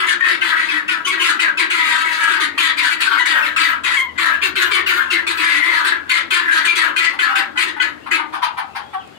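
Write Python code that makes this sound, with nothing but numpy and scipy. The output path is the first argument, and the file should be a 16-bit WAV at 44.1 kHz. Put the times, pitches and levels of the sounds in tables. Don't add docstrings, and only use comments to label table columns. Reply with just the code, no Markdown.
import sys
import numpy as np
from scipy import signal
from scipy.fft import rfft, irfft, next_fast_len
from scipy.io import wavfile
from scipy.ndimage import uniform_filter1d, minimum_filter1d, map_coordinates

SR = 44100
rng = np.random.default_rng(int(sys.argv[2]) if len(sys.argv) > 2 else 0)


def boost_factor(decibels):
    exponent = np.asarray(decibels, float) / 20
    return 10 ** exponent


def store_wav(level_fs):
    pcm = np.round(np.clip(np.atleast_2d(level_fs), -1, 1) * 32767)
    wavfile.write(sys.argv[1], SR, pcm.T.astype(np.int16))


N = 404838
T = np.arange(N) / SR

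# start_s [s], pitch_hz [Hz], fundamental_db [dB]
FLOCK_PITCH = [(0.0, 345.1, -46.5), (.6, 328.4, -50.5), (1.3, 336, -45), (1.75, 332.1, -49),
               (2.33, 331.6, -46.5), (2.47, 305.7, -45.5), (2.7, 324.3, -50.5), (3.5, 322.2, -49),
               (3.95, 338.7, -55.5), (4.1, 331.9, -56), (4.3, 337, -46.5), (4.45, 363.2, -40.5),
               (4.85, 360.9, -46), (5.2, 337.1, -44.5), (5.6, 341.2, -46), (7.9, 325.6, -48),
               (8.15, 316.1, -38), (8.35, 319, -70)]
# start_s [s], rasp_length_s [s], rasp_db [dB], whistle_db [dB], whistle_hz [Hz]
NEAR_CALLS = [(0.07, 0.048, -22, -37, 2550), (0.208, 0.12, -26.5, -32, 2940),
              (0.414, 0.1, -25.5, -21, 2660), (0.689, 0.09, -35, -17.5, 2430),
              (0.883, 0.05, -24.5, -18.5, 2448), (1.052, 0.028, -28.5, -30, 3040),
              (1.199, 0.12, -22, -15, 2800), (1.396, 0.046, -24, -22, 2430),
              (1.577, 0.037, -21.5, -15.5, 2410), (1.704, 0.32, -25, -19, 2710),
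              (2.582, 0.096, -18, -18, 2950), (2.773, 0.107, -22, -26, 2240),
              (3.008, 0.069, -22.5, -34, 2134), (3.258, 0.074, -23.5, -19, 2080),
              (3.427, 0.046, -28, -18, 2516), (3.566, 0.1, -19.5, -14, 2515),
              (3.839, 0.13, -25.5, -45, 2388),
              (4.182, 0.089, -23.5, -23, 2250), (4.42, 0.042, -21.5, -19, 2287),
                (4.559, 0.085, -23.5, -21, 2212), (4.713, 0.044, -21.5, -22, 2180),
                (4.865, 0.12, -27, -15.5, 2617), (5.105, 0.043, -24.5, -15.5, 2558),
                (5.27, 0.051, -22.5, -17.5, 2355), (5.374, 0.22, -24, -23, 2560),
                (6.096, 0.096, -21.5, -23, 2523), (6.31, 0.074, -20, -23, 2556),
                (6.653, 0.052, -19.5, -26, 2750), (6.965, 0.09, -21, -19, 2477),
                (7.193, 0.049, -22, -25, 3140), (7.357, 0.038, -24.5, -21, 2514),
                (7.576, 0.056, -21, -26, 2550), (7.803, 0.027, -24.5, -23, 3040),
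                (8.114, 0.045, -24.5, -39, 2454)]
CALLS = np.array(NEAR_CALLS)
# start_s [s], length_s [s], level_db [dB], hiss_db [dB]
NEIGHBOURS = [(0.0, 0.0071, -14.5, -19.5), (0.287, 0.07, -28.5, -18.5), (0.565, 0.16, -29.5, -17.5),
              (1.073, 0.018, -33, -2), (1.109, 0.031, -27, -17.5), (2.052, 0.25, -28.5, -11.5),
              (2.304, 0.041, -24, -15.5), (2.402, 0.045, -20, -14.5), (2.899, 0.035, -23, -15.5),
              (3.094, 0.044, -27, -19.5), (3.178, 0.038, -24.5, -14.5), (3.967, 0.039, -36.5, -2.5),
              (5.635, 0.18, -26, -17), (5.847, 0.0435, -23, -16.5), (6.513, 0.074, -21, -15.5),
              (6.756, 0.07, -19.5, -14.5), (7.66, 0.034, -35.5, -13)]
ATTACK_S = 0.0025


def unit(x):
    return x / np.sqrt(np.mean(x ** 2) + 1e-20)


def along(points, hz):
    f, v = np.transpose(points)
    return np.interp(np.log(hz + 1), np.log(f + 1), v)


def curves(rows):
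    s, *cols = np.transpose(rows)
    return [np.interp(T, s, c) for c in cols]


def gate(start, length, rise, fall):
    return np.clip((T - start) / rise, 0, 1) * np.clip((start + length - T) / fall + 1, 0, 1)


def wobble(rate):
    return map_coordinates(rng.standard_normal(int(N * rate / SR) + 4), [T * rate])


def filtered(x, response):
    m = next_fast_len(N + 8192)
    return irfft(rfft(x, m) * response(np.fft.rfftfreq(m, 1 / SR)), m)[..., :N]


def tones(tables, overtones_db):
    out = np.zeros(N)
    for rows in tables:
        hz, *levels = curves(rows)
        turn = 2 * np.pi * np.cumsum(hz * (1 + 0.022 * wobble(60))) / SR
        levels += [levels[-1] + db for db in overtones_db]
        voice = sum(boost_factor(db) * np.sin((k + 1) * turn) for k, db in enumerate(levels))
        out += np.sqrt(2) * voice * gate(rows[0][0], rows[-1][0] - rows[0][0], 0.0088, 0.0023)
    return out


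def near_birds():
    # hz [Hz], level_db [dB]
    beak = [(470, -63), (800, -27.5), (952, -15.5), (1540, -4.5), (1960, -13.5), (2540, -9), (3380, -6.5),
            (4380, -7.5), (5480, -21), (9600, -22), (12000, -32.5), (15600, -37)]
    hiss_split_hz, lead_s = 5500, 0.0058
    voice = filtered(syrinx(pitch(), rasp=0.45, jitter=0.018), lambda hz: boost_factor(along(beak, hz)))
    low_voice = filtered(voice, lambda hz: hz < hiss_split_hz)
    closing_hz = opening() + 550 * np.exp(-since_onset() / 0.03)
    body = restless(mouth(low_voice, closing_hz, width_hz=170, lift_db=12.5), patchy_db=2.6)
    breath = syrinx(pitch(), rasp=0.6, jitter=0.03)
    hiss = filtered(breath, lambda hz: boost_factor(along(beak, hz)) * (hz >= hiss_split_hz))
    hiss = restless(hiss, patchy_db=3.5)

    effort, airy = np.zeros(N), np.zeros(N)
    own_notes = [(s, length, db, -14) for s, length, db in CALLS[:, :3]]
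    for s, length, db, hiss_db in own_notes + NEIGHBOURS:
        growth_db = 2 * 0.18 / length * np.clip((T - s) / length - 0.25, -1, 1)
        note = gate(s - lead_s, length, ATTACK_S, 0.00287) * boost_factor(db + 3.5 + growth_db)
        spit = 1 + 0.9 * np.exp(-np.abs(T - s + lead_s) / 0.012)
        effort += note
        airy += note * boost_factor(hiss_db - 0.4) * spit
    return (effort * body + airy * hiss) * clumps()


def syrinx(pitch_hz, rasp, jitter):
    cycles = np.cumsum(pitch_hz * (1 + jitter * wobble(120))) / SR
    pulses = np.diff(np.floor(cycles), prepend=0) * boost_factor(2.5 * wobble(250))
    breath = rng.standard_normal(N) * (0.88 + np.cos(2 * np.pi * cycles))
    rasp = np.clip(rasp, 0, 1)
    return np.sqrt(1 - rasp) * unit(pulses) + np.sqrt(rasp) * unit(breath)


def since_onset(answers=False):
    starts = np.sort(np.r_[-1, CALLS[:, 0], np.transpose(NEIGHBOURS)[0] if answers else []])
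    return T - starts[np.searchsorted(starts, T) - 1]


def pitch():
    tension = 0.12 * np.exp(-since_onset() / 0.04)
    return curves(FLOCK_PITCH)[0] * (0.97 + tension + 0.02 * wobble(10))


def opening():
    # start_s [s], open_hz [Hz], closing_s [s]
    mouths = [(0.0, 1890, 0.15), (.205, 1925, 0.45), (.415, 2070, 0.093), (.56, 2025, 0.4),
              (.69, 1870, 0.19), (0.884, 2100, 0.033), (1.06, 2080, 0.14), (1.2, 2330, 0.082),
              (1.395, 2030, 0.083), (1.58, 1970, 0.098), (1.704, 2067, 0.76), (1.93, 1710, 0.43),
              (2.04, 2080, .12), (2.2, 1730, 0.78), (2.391, 1975, 0.57), (2.583, 1954, 0.18),
              (2.777, 2060, 0.087), (2.899, 2110, 0.13), (3.009, 2200, 0.037), (3.179, 1837, 0.32),
              (3.369, 1590, 0.54), (3.461, 1930, 0.056), (3.57, 1697, .2), (3.621, 2150, 0.052),
              (3.84, 2000, 0.17), (3.949, 2080, 0.58), (4.184, 1910, 0.12), (4.3, 1727, 0.16),
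              (4.416, 2270, 0.03), (4.561, 2260, 0.048), (4.717, 2030, 0.12), (4.868, 1960, 0.09),
              (5.107, 2068, 0.11), (5.273, 1998, 0.046), (5.38, 2020, 1.3), (5.74, 1948, 0.041),
              (5.851, 1864, 0.088), (6.094, 2040, 0.26), (6.309, 2000, 0.081), (6.4, 1725, 0.77),
              (6.521, 1801, 0.19), (6.58, 1940, 0.58), (6.66, 2170, 0.66), (6.78, 2012, 0.055),
              (6.964, 2070, 0.47), (7.192, 2050, 0.041), (7.36, 1920, 0.079), (7.576, 1940, 0.73),
              (8.117, 2130, 0.27)]
    closed_hz = 1480
    starts, open_hz, closing_s = np.transpose(mouths)
    latest = np.clip(np.searchsorted(starts, T) - 1, 0, None)
    openness = np.exp(-((T - starts[latest]) / closing_s[latest]) ** 2)
    return closed_hz + (open_hz[latest] - closed_hz) * openness


def mouth(x, centre_hz, width_hz, lift_db):
    hz, t, z = signal.stft(x, SR, nperseg=512)
    offset = (hz[:, None] - np.interp(t, T, centre_hz)) / width_hz
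    z = z * (1 + boost_factor(lift_db) / (1 + offset ** 2))
    return signal.istft(z, SR, nperseg=512)[1][:N]


def restless(x, patchy_db):
    z = signal.stft(x, nperseg=512)[2]
    field = uniform_filter1d(rng.standard_normal(z.shape), size=3, axis=0)
    field = uniform_filter1d(field, size=5, axis=1)
    return unit(signal.istft(z * boost_factor(patchy_db * unit(field)), nperseg=512)[1][:N])


def clumps():
    return unit(boost_factor(3 * wobble(140)))


def cheks():
    out, t = np.zeros(N + SR), np.arange(SR // 8) / SR
    shake = wobble(300)
    chop = np.cos(2 * np.pi * np.cumsum(2.3 * curves(FLOCK_PITCH)[0]) / SR)
    unrest = np.clip(t / 0.03, 0, 1)
    for s, db, hz in CALLS[:, [0, 3, 4]]:
        at = max(round((s - 0.004) * SR), 0)
        drop = 0.43 * np.exp(-(t / 0.037) ** 1.9)
        sinking_hz = hz * (0.67 + drop + 0.032 * unrest * shake[at:][:len(t)])
        swell = (1 - np.exp(-t / 0.004)) * boost_factor(db + 0.3 - 60 * t / 0.17)
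        swell = swell * (1 + 0.7 * unrest * chop[at:][:len(t)])
        turn = 2 * np.pi * np.cumsum(sinking_hz) / SR
        out[at:][:len(t)] += swell * (np.sin(turn) + boost_factor(-17.5) * np.sin(2 * turn))
    return out[:N]


def buzzes():
    # start_s [s], pitch_hz [Hz], level_db [dB]
    buzz_starts = [(0.207, 490, -23.5), (.416, 520, -24), (0.887, 491, -24), (1.392, 496, -26.5),
                   (1.579, 485, -53), (3.567, 480, -34), (1.059, 511, -36), (1.197, 542, -36),
                   (1.704, 568, -28), (4.415, 545, -36), (4.562, 528, -27), (4.717, 545, -36),
                   (4.868, 521, -29), (5.109, 520, -35), (6.094, 504, -26.5), (6.308, 508.7, -24.5),
                   (6.962, 509.7, -25), (7.19, 503, -23.5), (7.357, 503, -26), (7.574, 504, -22),
                   (7.799, 504, -23), (8.112, 492.3, -26)]
    partials_db = [6, 2, 3.5, 1, -22]
    out, t = np.zeros(N + SR), np.arange(SR // 10) / SR
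    for s, hz, db in buzz_starts:
        luck = rng.standard_normal(10)
        turn = 2 * np.pi * hz * (t - 0.25 * t ** 2)
        stack = sum(boost_factor(level + 2.5 * luck[k]) * np.sin((k + 3) * turn + 2 * luck[k + 5])
                    for k, level in enumerate(partials_db))
        out[round(s * SR):][:len(t)] += stack * (1 - np.exp(-t / 0.0018)) * boost_factor(db - 60 * t / 0.13)
    return out[:N]


def drones():
    # time_s [s], pitch_hz [Hz], level_db [dB]
    held_rattles = [
        [(1.72, 335.3, -26.5), (1.85, 322, -33), (1.97, 325.2, -25.5), (2.1, 323.3, -27.5), (2.25, 314.6, -32),
         (2.4, 305, -31)],
        [(5.38, 334.4, -33), (5.46, 333, -39), (5.6, 329.4, -51), (5.72, 334.3, -42)],
        [(5.74, 316, -28), (5.82, 299, -38), (5.93, 290.6, -36)],
    ]
    partials_db = [-4, -1, -4, -5, -10, -14, -18]
    out = np.zeros(N)
    for rows in held_rattles:
        hz, db = curves(rows)
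        turn = 2 * np.pi * np.cumsum(hz * (1 + 0.009 * wobble(40))) / SR
        stack = sum(boost_factor(level + 4.6 * wobble(25)) * np.sin((k + 3) * turn + k * k)
                    for k, level in enumerate(partials_db))
        out += stack * boost_factor(db - 5.0) * gate(rows[0][0], rows[-1][0] - rows[0][0], 0.013, 0.018)
    return out


def squeaks():
    # time_s [s], pitch_hz [Hz], level_db [dB], second_partial_db [dB]
    glides = [
        [(1.046, 3050, -21, -38), (1.058, 3020, -23, -26), (1.068, 3030, -29, -35)],
        [(1.066, 1106, -30, -23), (1.085, 1093, -28, -31), (1.11, 1093, -32, -18.5)],
        [(3.19, 1018, -44, -16), (3.208, 992, -20, -19), (3.26, 1020, -73, -40)],
        [(3.965, 1107, -34, -18.5), (4.03, 1039, -35.5, -25), (4.065, 1010, -41, -52), (4.1, 1017, -47, -33.5)],
        [(4.19, 1147, -22, -14), (4.22, 1170, -43, -54), (4.25, 1230, -52, -48)],
    ]
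    return tones(glides, [-11, -27])


def sizzle():
    # start_s [s], length_s [s], level_db [dB]
    puffs = [(1.718, 0.74, -50), (2.6, 0.092, -50), (3.081, .08, -43), (3.37, 0.11, -40),
             (3.621, 0.081, -33), (5.299, 0.14, -46), (5.7, 0.23, -53), (3.96, 0.089, -48),
             (4.186, 0.15, -45), (4.42, 0.062, -37), (4.553, 0.15, -38), (4.73, 0.073, -49),
             (4.866, 0.037, -30), (4.927, 0.076, -34)]
    air = filtered(rng.standard_normal(N), lambda hz: 1 / (1 + (11000 / (hz + 1)) ** 10))
    air = restless(air, patchy_db=-6.0)
    return air * sum(gate(s, length, ATTACK_S, 0.012) * boost_factor(db) for s, length, db in puffs)


def flock(db):
    # hz [Hz], level_db [dB]
    throat = [(400, -29.5), (580, -12.5), (720, -24.5), (950, -5), (1300, -0.5), (2200, -3), (3000, -5),
              (5000, -20.5), (15000, -29.5)]
    mouth_hz = opening() + 40 * wobble(14.0)
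    voice = filtered(syrinx(pitch(), rasp=0.45, jitter=0.02), lambda hz: boost_factor(along(throat, hz)))
    voice = restless(mouth(voice, mouth_hz, width_hz=140, lift_db=14.5), patchy_db=2.8)
    return boost_factor(db - 7.5) * voice * clumps()


def flock_effort():
    # time_s [s], swell_s [s], hold_s [s], level_db [dB]
    syllables = [(0.0, .02, 0.084, -13), (0.201, 0.0073, 0.1, -8), (0.425, 0.01, 0.17, -16),
                 (0.573, 0.055, 0.034, -21), (0.679, 0.22, 0.1, -16), (0.925, 0.079, 0.016, -11),
                 (1.107, 0.013, 0.23, -15.5), (1.429, 0.038, 0.024, -14.5), (1.603, 0.031, 0.027, -16.5),
                 (1.734, 0.019, 0.19, -16), (1.95, 0.13, 0.055, -19), (2.048, 0.054, 0.052, -10),
                 (2.181, 0.15, 0.15, -12), (2.42, 0.065, 0.0083, -14), (2.639, 0.097, 0.02, -7.5),
                 (2.8, 0.12, 0.034, -12.5), (3.132, 0.38, 0.022, -15.5), (3.36, 0.24, 0.1, -12.5),
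                 (3.623, 0.1, 0.074, -14.5), (3.853, 0.026, 0.073, -11), (4.159, 0.012, 0.01, -24),
                 (4.184, 0.013, 0.13, -12), (4.422, 0.032, 0.023, -15.5), (4.573, 0.013, 0.19, -14.5),
                 (4.88, 0.01, 0.058, -15.5), (4.995, 0.17, 0.011, -11), (5.135, 0.043, 0.034, -13.5),
                 (5.295, 0.016, 0.034, -13), (5.416, 0.065, 0.2824, -15.5), (5.77, 0.17, 0.056, -10),
                 (5.893, 0.077, 0.03, -16), (6.126, 0.049, 0.04, -11), (6.324, 0.011, 0.17, -13),
                 (6.453, 0.089, 0.06, -17), (6.556, 0.096, 0.067, -16), (6.84, 0.19, 0.0085, -10),
                 (7.05, 0.18, 0.026, -12), (7.206, 0.011, 0.035, -11.5), (7.26, 0.079, 0.054, -17),
                 (7.371, 0.017, 0.034, -11), (7.569, 0.021, 0.055, -10.5), (7.825, 0.039, 0.012, -10.5),
                 (8.114, 0.02, 0.023, -12)]
    swell_db, release_db_per_s = 24.5, 238
    shapes = []
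    for s, swell, hold, db in syllables:
        rise_db = swell_db * np.clip((s - T) / swell, 0, None)
        fall_db = release_db_per_s * np.clip(T - s - hold, 0, None)
        shapes.append(db - rise_db - fall_db)
    return np.maximum(np.max(shapes, axis=0), -70) + 3.1 * wobble(13)


def chests(db):
    since = since_onset(answers=True)
    pitch_hz, low_db = curves(FLOCK_PITCH)
    pitch_hz = pitch_hz * (0.95 + 0.32 * np.exp(-since / 0.04))
    follow_db = 0.24 * (db + 26.0)
    push_db = 11 * np.exp(-((since - 0.035) / 0.036) ** 2)
    low_db = low_db - 3 + follow_db - 3.0 + push_db

    def chest(ratio):
        turn = 2 * np.pi * np.cumsum(ratio * pitch_hz * (1 + 0.04 * wobble(40))) / SR
        return np.sin(turn) * boost_factor(3 * wobble(30))

    both = boost_factor(low_db - 2.5) * chest(0.93) + boost_factor(-64.0) * chest(0.75)
    return both * gate(-1.07, 9.3, 0.01, 0.029)


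def thumps():
    # start_s [s], peak_db [dB]
    gulps = [(0.144, -42), (0.769, -45), (0.859, -38), (0.98, -39), (1.171, -54), (1.364, -50),
             (1.477, -42), (3.506, -40), (3.831, -43), (4.156, -38), (4.35, -40), (4.487, -40),
             (4.541, -36), (4.842, -42), (4.916, -55), (5.171, -44)]
    out, t = np.zeros(N + SR), np.arange(SR // 20) / SR
    push = (1 - np.exp(-t / 0.0025)) * np.sin(2 * np.pi * 226 * (t - 6 * t ** 2))
    for s, db in gulps:
        out[round(s * SR):][:len(t)] += boost_factor(db - 1.5 - 60 * t / 0.037) * push
    return out[:N]


def hen():
    # start_s [s], peak_db [dB], length_s [s], pitch_hz [Hz], rasp [0-1]
    clucks = [
        (7.122, -32, 0.036, 333, 0.88),
        (7.551, -26, 0.032, 293.5, 0.6),
        (7.76, -26.5, 0.021, 301, 0.45),
        (8.054, -24.5, 0.033, 388.3, 0.57),
        (8.171, -20.5, 0.047, 300.8, 0.35),
        (8.318, -23, 0.052, 299.3, 0.82),
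        (8.416, -15, 0.045, 303.4, 0.95),
        (8.566, -18.5, 0.039, 262.3, 0.73),
        (8.744, -22.5, 0.044, 270, 0.8),
        (8.926, -24.5, 0.033, 383.8, 0.6),
    ]
    # centre_hz [Hz], width_hz [Hz], level_db [dB]
    modes = [(817, 190, 4.5), (1410, 550, 1.5), (2800, 2730, -5), (4600, 7800, -16.5), (9060, 2170, -15.5)]
    # time_s [s], pitch_hz [Hz], level_db [dB]
    whine = [
        [(7.24, 750.4, -44), (7.282, 785, -36.5), (7.45, 810.6, -43.5)],
    ]
    rough, clear = np.zeros(N), np.zeros(N)
    for s, db, length, pitch_hz, rasp in clucks:
        puff = gate(s, length * 0.4, length * 0.35, length * 0.6) * boost_factor(db)
        puff = puff * syrinx(pitch_hz, rasp, jitter=0.04 * rasp)
        clear += puff
        rough += puff * boost_factor(-11.5 + 12.5 * rasp)

    def ring(chosen):
        return lambda f: sum((-1) ** k * boost_factor(db) * 1j * f * w / (c * c - f * f + 1j * f * w)
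                             for k, (c, w, db) in enumerate(chosen))

    cluck = boost_factor(12.0) * filtered(clear, ring(modes[:2])) + boost_factor(12.5) * filtered(rough, ring(modes[2:]))
    cluck = filtered(cluck, lambda hz: 1 / (1 + (770 / (hz + 1)) ** 10) / (1 + (hz / 9000) ** 2))
    return cluck + tones(whine, [-15])


def coo():
    # time_s [s], pitch_hz [Hz], fundamental_db [dB], second_partial_db [dB]
    last_cluck = [
        [(8.935, 391, -58, -44), (8.955, 378, -49, -28.5), (8.975, 386, -54, -43), (8.99, 388, -68, -49)],
    ]
    return tones(last_cluck, [0, -6, -24])


def small_bird():
    # time_s [s], pitch_hz [Hz], level_db [dB]
    peeps = [
        [(8.0, 2600, -49), (8.05, 3000, -45)],
        [(8.68, 2700, -51), (8.75, 2650, -49)],
        [(8.8, 3300, -48), (8.89, 3250, -55)],
        [(8.9, 3300, -54), (8.93, 3550, -48), (8.97, 3400, -48), (9.0, 3250, -45), (9.015, 2650, -48),
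         (9.04, 2500, -50), (9.09, 2550, -57)],
        [(9.135, 2850, -50), (9.155, 3000, -45), (9.18, 2900, -48)],
        [(9.14, 3450, -53), (9.18, 3400, -51)],
    ]
    return 0.84 * tones(peeps, [-25])


def tick():
    t = np.clip(T - 9.076, 0, None)
    knock = boost_factor(-29 - 60 * t / 0.0025) * np.sin(2 * np.pi * 750 * t)
    edge = boost_factor(-31 - 60 * t / 0.0006) * np.sin(2 * np.pi * 8000 * t)
    return knock + edge


def shed(x):
    # hz [Hz], t60_s [s]
    walls = [(300, 1), (900, 0.33), (2000, 0.23), (4000, 0.23), (12000, 0.1)]
    out, step = np.zeros((2, N + SR)), SR // 8
    padded = np.pad(x, (step, 2 * step))
    for at in range(-step, N, step):
        hz, t, z = signal.stft(rng.standard_normal((2, SR // 3)), SR, nperseg=256)
        decay = boost_factor(-60 * t / along(walls, hz)[:, None])
        tail = signal.istft(z * decay, SR, nperseg=256)[1]
        piece = (padded[at + step:at + 3 * step] * np.hanning(2 * step))[max(-at, 0):]
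        wet = signal.fftconvolve(piece[None], tail / np.linalg.norm(tail[0]), axes=1)
        start = max(at, 0) + 60
        wet = wet[:, :N + SR - start]
        out[:, start:start + wet.shape[1]] += wet
    return spread(out[:, :N])


def spread(pair):
    # hz [Hz], likeness [0-1]
    alike = [(60, 0.34), (300, 0.62), (700, 0.22), (2000, 0.0037), (12000, 0.0075)]
    turn = lambda hz: np.arccos(np.clip(along(alike, hz), -1, 1)) / 2
    mid, side = filtered(pair, lambda hz: np.array([np.cos(turn(hz)), np.sin(turn(hz))]))
    return np.array([mid + side, mid - side])


def background(birds):
    # hz [Hz], level_db [dB]
    air_colour = [(25, -25), (80, 3), (160, 3), (300, 6.5), (600, 3), (1500, 0), (4000, -8.5),
                  (15700, -29.5)]
    # time_s [s], level_db [dB]
    engine_level = [(0.0, -80), (1.94, -82), (2.12, -65), (3.32, -69), (3.53, -60.5), (4.78, -55),
                    (5.88, -65), (6.03, -61), (6.98, -70), (8.08, -65), (8.44, -70), (9.0, -67),
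                    (9.18, -79)]
    air = filtered(spread(rng.standard_normal((2, N))), lambda hz: boost_factor(along(air_colour, hz)))
    air = boost_factor(-47.5) * unit(air)
    hum = np.sin(2 * np.pi * np.cumsum(79 + 1.0 * wobble(2.05)) / SR)
    engine = boost_factor(curves(engine_level)[0] + 8.5) * hum
    loud = np.sqrt(np.abs(uniform_filter1d(np.mean(birds ** 2, axis=0), size=900)))
    return (air + engine) / (1 + loud / 0.055)


def scene():
    # hz [Hz], left_over_right_db [dB]
    sides = [(60, 8), (380, 9.5), (2400, 7), (5000, 3.5), (15000, 5.5)]
    # time_s [s], left_over_right_db [dB]
    drift = [(0.0, -0.2), (6.9, 0.3), (7.3, -0.5), (8.8, -0.2), (9.1, -6)]
    lag = 40
    effort_db = flock_effort()
    low = chests(effort_db) + thumps()
    whistles = cheks() + buzzes() + drones() + coo() + squeaks() + tick()
    dry = near_birds() + whistles + flock(effort_db) + hen() + sizzle() + small_bird()

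    direct = boost_factor(-8) * filtered(dry, lambda hz: 1 / np.sqrt(1 + (hz / 3300) ** 2))
    direct = direct + boost_factor(-4) * whistles + boost_factor(4) * low
    to_walls = dry + low - (1 - 0.85) * whistles
    birds = direct + boost_factor(-1.5) * shed(to_walls)

    half = np.array([[1], [-1]]) / 2

    def microphones(hz):
        return boost_factor(half * along(sides, hz) + 4) * np.exp(-2j * np.pi * hz * half * lag / SR)

    return filtered(birds * boost_factor(half * curves(drift)[0]) + background(birds), microphones)


def roll_off(x):
    return signal.sosfilt(signal.butter(12, 15710, fs=SR, output="sos"), x)


def record(dry):
    ceiling, limit_samples = 0.85, 400
    needed = np.minimum(1, ceiling / (np.abs(dry).max(axis=0) + 1e-9))
    gain = uniform_filter1d(minimum_filter1d(needed, size=2 * limit_samples), size=limit_samples)

    def response(hz):
        dip = 1 - 0.55 / (1 + ((hz - 5750) / 330) ** 2)
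        return (hz < 15700) / (1 + (45 / (hz + 1)) ** 4) * dip

    return roll_off(filtered(dry * gain, response))


dry = scene()
out = record(dry)
store_wav(out)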